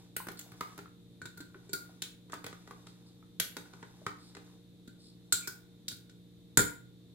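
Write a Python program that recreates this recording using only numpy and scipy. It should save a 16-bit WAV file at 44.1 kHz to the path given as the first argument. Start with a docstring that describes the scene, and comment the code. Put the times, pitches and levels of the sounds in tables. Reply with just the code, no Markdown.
"""On a kitchen counter, close by, a steel fork stirs a thick, wet paste in a glass measuring cup.
Bare metal clinks and makes the glass ring; tines (the prongs) buried in paste knock dully or scrape.
Bursting bubbles make the paste squelch and plop. At last the fork drops against the rim.
A small, hard room echoes each blow over the hum of an appliance."""
import sys
import numpy as np
from scipy import signal
from scipy.fft import rfft, irfft
from scipy.io import wavfile

SR = 44100
rng = np.random.default_rng(int(sys.argv[2]) if len(sys.argv) > 2 else 0)


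def wav_out(sig):
    """Save sig, one row per channel (or a flat mono array), as 16-bit PCM at SR to the path in sys.argv[1]."""
    wavfile.write(sys.argv[1], SR, np.round(np.clip(np.atleast_2d(sig).T, -1, 1) * 32767).astype(np.int16))


N = 315270
T = np.arange(int(.4 * SR)) / SR  # seconds within one short sound

# tines knock while buried in paste: start_s, level_db, hardness_db, sizzle_db, pitch_hz
KNOCKS = [(0.2694, -43, -5, 16.5, 1230), (0.2859, -38, -1.5, 6, 1060), (0.318, -59.5, 11, 19, 1380),
          (0.5191, -52.5, -0.5, 12, 1200), (0.6082, -38, 1.5, 9, 1320), (0.7781, -48.5, 3.5, 11.5, 1440),
          (0.7892, -44.5, -2.5, -3, 1380), (2.2977, -54, -4, 1, 1210), (2.3332, -44, -9, 0, 1230),
          (2.3385, -46.5, 7, 7, 1270), (2.4429, -42.5, 1.5, 6, 1080), (2.465, -42, 5, 6, 1120),
          (2.528, -47.5, -3, -15, 1230), (2.6752, -51.5, -0.5, -1, 1180), (2.7094, -49.5, -1, 6, 1270),
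          (2.8693, -53, 7, -5, 1350), (3.5678, -40.5, 6.5, 6, 1590), (3.7353, -51.5, 0, -6, 1200),
          (3.8276, -44.5, -6.5, -22, 930), (4.0651, -36, 0, 0.5, 1380), (4.35, -50.5, 5.5, -10, 2050),
          (4.3683, -49, 0, -1, 1250)]


def undb(db):
    """Turn decibels into a gain."""
    return 10 ** (np.asarray(db) / 20)


def unit(x):
    """Scale a sound to an average (rms) level of 1."""
    return x / np.sqrt(np.mean(x ** 2))


def fade(fade_s):
    """Die away by 60 dB in fade_s seconds."""
    return np.exp(-np.log(1000) * T / fade_s)


def band(x, lo_hz, hi_hz, order=2):
    """Keep the sound between two frequencies."""
    return signal.sosfilt(signal.butter(order, [lo_hz, min(hi_hz, SR / 2 - 1)], "band", fs=SR, output="sos"), x)


def colour(x, hz, db):
    """Turn each frequency up or down along a curve, without blurring the sharp start."""
    f = np.fft.rfftfreq(len(x), 1 / SR) + 1
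    cepstrum = irfft(np.interp(np.log(f), np.log(hz), np.log(undb(db))))
    cepstrum[1:] *= 2 * (np.arange(1, len(x)) < len(x) // 2)  # ring after a hit, not before it
    return irfft(rfft(x) * np.exp(rfft(cepstrum)))


def add(track, start_s, x):
    """Mix x into the track from start_s on."""
    i = int(start_s * SR)
    track[..., i:i + x.shape[-1]] += x[..., :N - i]


def grains(per_second, spread_db):
    """Random tiny clicks, most weak and a few strong."""
    chance, size, sign = rng.random(N), rng.exponential(size=N), rng.choice([-1, 1], N)
    return (chance < per_second / SR) * sign * undb(spread_db * np.minimum(size, 4))


def chatter(hold_s, fade_s):
    """A sharp first touch, then a buzz that holds briefly and fades."""
    buzz = rng.standard_normal(len(T)) * np.minimum(1, undb(-60 * (T - hold_s) / fade_s))
    buzz[0] = 4
    return buzz


def appliance():
    """A motor hums with several low tones that waver in loudness."""
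    # motor tones: pitch_hz, level_db
    tones = [(118.4, -64), (177.6, -59.5), (236.9, -90), (269.2, -76.5), (296.1, -67.5), (317.6, -73),
             (349.9, -72.5), (468.3, -72)]
    t = np.arange(N) / SR
    shift = np.array([[0], [.09]])  # standing waves put left and right out of step (cycles)
    hum = 0
    for hz, db in tones:
        waver = unit(band(rng.standard_normal(N), 1.0, 21, order=1))
        tone = np.sqrt(2) * np.sin(2 * np.pi * (hz * t + rng.random() + shift))
        hum += undb(db - 0.5 + 1.7 * waver) * tone
    return hum


def room_air():
    """The room rumbles softly, and moving air adds a thin whistle."""
    # tone colour of the rumble: frequency_hz, gain_db
    spectrum = [(15, -37), (25, -17.5), (134, -6.5), (180, -12), (223, -6.5), (301, -16), (416, -14),
                (476, -20), (575, -22), (936, -36), (2840, -35.5), (3820, -24.5), (5000, -37.5),
                (14800, -41), (16000, -56.5)]
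    hz, db = np.transpose(spectrum)
    f = np.fft.rfftfreq(N, 1 / SR) + 1
    mid, side = rfft(rng.standard_normal((2, N))) * undb(np.interp(np.log(f), np.log(hz), db))
    side *= np.clip(f / 1200, .5, 1)  # low notes are more alike left and right
    rumble = unit(irfft([mid + side, mid - side], N))
    whistle = unit(band(rng.standard_normal((2, N)), 3540, 3700))
    return undb(-63) * rumble + undb(-78) * whistle


def kitchen(x, echo_db, lag_s):
    """The sound arrives directly, then as a short wash of echoes from the walls."""
    # how long the room rings: frequency_hz, fade_s
    echo_times = [(150, 0.36), (700, 0.35), (2000, 0.37), (6000, 0.29), (14000, 0.32)]
    hz, fade_s = np.transpose(echo_times)
    f, t, noise = signal.stft(rng.standard_normal((2, len(T))), SR, nperseg=256)
    decay = undb(-60 * t / np.interp(f, hz, fade_s)[:, None])
    tail = signal.istft(noise * decay)[1][:, :len(T)]
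    onset = np.clip((T - .003) / 0.0021, 0, 1)
    mid, side = unit(tail * onset) / np.sqrt(2 * len(T))
    side = band(side, 220, 20000, order=1)  # low notes are more alike left and right
    echoes = signal.fftconvolve(x, np.array([mid + side, mid - side]), axes=1)[:, :N]
    left = np.pad(x[0], (int(lag_s * SR), 0))[:N]  # later, as the cup stands to the right
    return np.array([left, x[1]]) + undb(echo_db) * echoes


def stirring():
    """Tiny bubbles burst in the churned paste and after each knock, with a soft fizz of foam on top."""
    # how hard the fork churns: time_s, level_db
    effort = [(0.0, -57.5), (0.12, -75), (0.36, -62), (0.72, -56.5), (1.02, -80), (1.45, -69),
              (1.88, -60.5), (2.2, -77), (2.5, -61), (2.9, -63.5), (3.35, -76.5), (3.65, -60), (4.2, -63.5),
              (4.52, -62), (4.7, -86), (5.5, -66.5), (5.8, -77.5), (6.5, -86)]
    churn = undb(np.interp(np.arange(N) / SR, *np.transpose(effort)))
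    wake = np.zeros(N)  # paste closing behind the tines
    for start_s, db, *_ in KNOCKS:
        add(wake, start_s, undb(db - 14.5) * fade(0.13))
    squelch = 0
    for hz in np.geomspace(750, 2300, 6):
        bursts = grains(per_second=70, spread_db=1)
        squelch += unit(band(bursts, hz * .9, hz * 1.1, order=1)) / hz
    fizz = band(grains(per_second=1800, spread_db=2.5), 3200, 7400, order=1)
    return undb(-10) * (churn + wake) * unit(squelch) + undb(-9.5) * churn * unit(fizz)


def scrapes():
    """Steel drags over glass in many tiny slips, heard as a high rasp."""
    # drags of the tines: start_s, length_s, level_db
    drags = [(0.37, 0.02, -53), (2.86, 0.06, -65.5), (3.057, 0.046, -67.5), (4.17, 0.16, -65),
             (4.977, 0.15, -64.5)]
    out = np.zeros(N)
    slips = grains(per_second=2000, spread_db=2.5)
    rasp = unit(band(slips, 3700, 5200, order=3) + .4 * band(slips, 7300, 9600, order=3))
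    for start_s, length_s, db in drags:
        swell = signal.windows.tukey(int(length_s * SR), .5)
        add(out, start_s, undb(db) * swell * rasp[int(start_s * SR):][:len(swell)])
    return out


def squeak(start_s, length_s, pitch_hz, level_db):
    """A tine sticks and slips on wet glass with a brief, rough squeal."""
    out = np.zeros(N)
    swell = signal.windows.tukey(int(length_s * SR), .5)
    squeal = band(rng.standard_normal(len(T)), pitch_hz - 70, pitch_hz + 70)[-len(swell):]
    add(out, start_s, undb(level_db) * swell * unit(squeal))
    return out


def plops():
    """Air pockets tear open, each with a wet smack and a short rising note."""
    # air pockets in the paste: start_s, level_db, pitch_hz
    pockets = [(0.202, -39, 1004), (0.463, -55, 670), (0.611, -30.5, 1203), (0.721, -55, 1090),
               (0.858, -49.5, 1310), (1.545, -48, 1440), (1.894, -54.5, 713), (2.3325, -32, 1223),
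               (2.71, -43, 1150), (3.227, -57.5, 1280), (3.657, -55, 1446), (4.017, -51, 580),
               (4.066, -30, 1246)]
    out = np.zeros(N)
    for start_s, db, hz in pockets:
        note = np.sin(2 * np.pi * hz * T * (1 + 3 * T)) * fade(0.033)
        smack = band(chatter(hold_s=0.0015, fade_s=0.045), hz * 0.62, hz * 1.5)
        add(out, start_s, undb(db + 1) * (1.33 * note + 1.2 * smack))
    return out


def cup_bumps():
    """The cup bumps on the counter, shoved by a heavy stroke or by the dropped fork."""
    # low bumps: start_s, level_db, pitch_hz, fade_s
    bumps = [(0.273, -45, 367, 0.087), (0.309, -45.5, 345, 0.061), (1.403, -38.5, 305, 0.065),
             (1.554, -44, 370, 0.054), (1.694, -45.5, 408, 0.088), (1.733, -43, 388, 0.085),
             (4.879, -43, 237, .08), (6.575, -31.5, 205, 0.063), (6.576, -30, 154, 0.16),
             (6.582, -29, 105, 0.098), (6.619, -42.5, 70.8, 0.17), (6.788, -50.5, 122, 0.42)]
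    out = np.zeros(N)
    for start_s, db, hz, fade_s in bumps:
        add(out, start_s, undb(db) * fade(fade_s) * np.sin(2 * np.pi * hz * T))
    return out


def ring(tones, scatter_db):
    """A struck object's fading tones; their levels vary by chance, as each blow lands somewhere else."""
    out = 0
    for hz, db, fade_s in tones:
        luck, detune, phase = rng.standard_normal(3)
        pitch_hz = hz * (1 + .003 * detune)  # moving paste shifts the pitch a little
        out += undb(db + scatter_db * luck) * fade(fade_s) * np.sin(2 * np.pi * (pitch_hz * T + phase))
    return out


def part_levels(db, hardness_db, sizzle_db, balance_db, cushion):
    """Levels of a blow's six parts, low to high: thud, hollow, wall, tines, tick, sizzle."""
    # share of the hardness that goes to: tines, tick, sizzle
    hardness_share = [1, 0.9, 0.84]
    ordinary_db = -50.5
    parts_db = db + np.array(balance_db, float)
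    parts_db[0] -= cushion * (db - ordinary_db)  # the hand softens the thud of a strong blow
    parts_db[-3:] += hardness_db * np.array(hardness_share)
    parts_db[-1] += sizzle_db  # wet paste sizzles
    return parts_db


def shape_blow(x, parts_db):
    """Colour a blow so that its six parts start near the given levels."""
    # borders of the six parts: frequency_hz
    part_edges = [100, 600, 1200, 2500, 6000, 10000, 16000]
    edges = np.array(part_edges)
    start_power = [np.mean(band(x[:400], lo, hi, order=3) ** 2) for lo, hi in zip(edges, edges[1:])]
    centres_hz = np.sqrt(edges[1:] * edges[:-1])
    return colour(x, centres_hz, parts_db - 10 * np.log10(start_power))


def strikes(hits, balance_db, cushion, hold_s, fade_s, width_hz, peak_db, body_share, glass_db, thud_db):
    """Each hit cracks with a pitch of its own, rings the glass and rocks the cup on the counter."""
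    # ringing of the filled cup: pitch_hz, level_db, fade_s
    glass_tones = [(957, -4.5, 0.059), (1420, 5, 0.105), (1478, 12, 0.045), (1550, -12, 0.18),
                   (2316, -6, 0.071), (3620, -6.5, 0.12), (4150, -15.5, 0.13), (4350, -7, 0.099),
                   (5180, -8, 0.059), (6070, -8, 0.208), (7068, -9.5, 0.33), (7090, 8.5, 0.057),
                   (7850, -15, 0.043), (8950, -4, 0.064), (10450, -8, 0.11), (12400, -7, .12),
                   (13770, -14.5, 0.11)]
    # the cup rocking on the counter: pitch_hz, level_db, fade_s
    counter_tones = [(115, -3, 0.096), (172.6, -5.5, 0.48), (250, -8, 0.025), (295.6, -6.5, 0.54),
                     (408, 2, 0.14), (473, -0.5, 0.11)]
    # how well the cup passes a hit to the air: frequency_hz, gain_db
    body_curve = [(35, -20.5), (100, 15.5), (330, 12), (460, -3), (570, -1.5), (1000, -6.5), (1400, -2.5),
                  (2000, -0.5), (2350, -3.5), (2950, -5.5), (3800, -1), (4400, 1), (5600, 0.5), (7300, 8.5)]
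    body_hz, body_db = np.transpose(body_curve)
    out = np.zeros((2, N))
    size = 4096  # samples in one crack
    for start_s, db, hardness_db, sizzle_db, hz in hits:
        parts_db = part_levels(db, hardness_db, sizzle_db, balance_db, cushion)
        push = band(chatter(hold_s, fade_s)[:size], 40, 22000, order=1)
        thud = undb(thud_db) * ring(counter_tones, scatter_db=2.0)
        for channel in out:  # the curved wall sends different treble left and right
            treble = band(chatter(hold_s, fade_s)[:size], 1400, 25000)
            contact = colour(push + 1.5 * treble, body_hz, body_share * body_db)
            note = undb(peak_db) * band(contact, hz - width_hz / 2, hz + width_hz / 2, order=1)
            glass = undb(glass_db) * ring(glass_tones, scatter_db=6.5)
            crack = np.pad(contact + note, (0, len(T) - size))
            add(channel, start_s, shape_blow(crack + glass + thud, parts_db))
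    return out


def fork():
    """The deeper in the paste a hit is, the less the glass rings; no hand cushions the final drop."""
    # three kinds of hit, each: start_s, level_db, hardness_db, sizzle_db, pitch_hz
    clink_hits = [(1.2168, -42.5, -12.5, -10, 4130), (1.2554, -45, -4, -4, 3830),
                  (1.3744, -49.5, -7.5, 6, 4260), (1.4049, -50.5, -1.5, -3, 4200),
                  (1.6934, -61.5, 9.5, -24, 7500), (1.732, -34.5, -1, 4, 4500),
                  (4.876, -59.5, 0.5, -4, 3720), (5.324, -31.5, 12.5, -4, 7560),
                  (5.4743, -39, 0, 4.5, 5300), (5.9167, -52.5, 0, 7, 3880)]  # the handle on the bare upper wall
    snap_hits = [(0.165, -40.5, -3, 12, 8340), (0.392, -57.5, 8, 7, 7300), (0.4122, -62.5, 4, 0, 7060),
                 (2.0205, -46, 5.5, -1.5, 3830), (2.3211, -55.5, 2.5, -7, 7200),
                 (3.3991, -36.5, 4.5, 3, 11900), (5.882, -55, 15.5, 0, 3930), (6.096, -65.5, -1, -8, 3820)]  # tine tips on the wet lower wall
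    drop_hits = [(6.573, -21.5, -3, -4, 7260), (6.5922, -24.5, -12.5, -5.5, 7200),
                 (6.6038, -42, 0.5, 4, 7380)]  # the fork falls on the rim and bounces
    # balance of each kind of blow: thud_db, hollow_db, wall_db, tines_db, tick_db, sizzle_db
    clink_balance = [-4.5, -13.5, -0.5, 1.5, -2, -7]
    snap_balance = [-4.5, -12, 2, 3.5, 3, -2.5]
    knock_balance = [-6, -6.5, -5, -6, -12, -22.5]
    drop_balance = [-10, -10, -3.5, 7, 6.5, 1]
    clinks = strikes(clink_hits, clink_balance, cushion=0.58, hold_s=0.0059, fade_s=0.025,
                     width_hz=540, peak_db=11.5, body_share=1.6, glass_db=-7, thud_db=-11)
    snaps = strikes(snap_hits, snap_balance, cushion=0.052, hold_s=0.0046, fade_s=0.014,
                    width_hz=860, peak_db=15, body_share=0.094, glass_db=-15.5, thud_db=-23)
    knocks = strikes(KNOCKS, knock_balance, cushion=0.1, hold_s=0.0022, fade_s=0.023,
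                     width_hz=97, peak_db=9.5, body_share=1.0, glass_db=-26, thud_db=-16)
    drop = strikes(drop_hits, drop_balance, cushion=0, hold_s=0.003, fade_s=0.03,
                   width_hz=220, peak_db=9.5, body_share=1.9, glass_db=-13, thud_db=-8)
    return clinks + snaps + knocks + drop


def scene():
    """Fork, cup and paste in the humming kitchen."""
    cup = fork() + cup_bumps() + plops() + stirring() + scrapes()
    cup += squeak(start_s=5.418, length_s=.045, pitch_hz=2346, level_db=-54)
    return kitchen(cup, echo_db=-3.5, lag_s=.0001) + appliance() + room_air()


def record(dry):
    """Cut the treble above 15700 Hz."""
    return signal.sosfilt(signal.ellip(8, .2, 70, 15700, fs=SR, output="sos"), dry)


dry = scene()
out = record(dry)
wav_out(out)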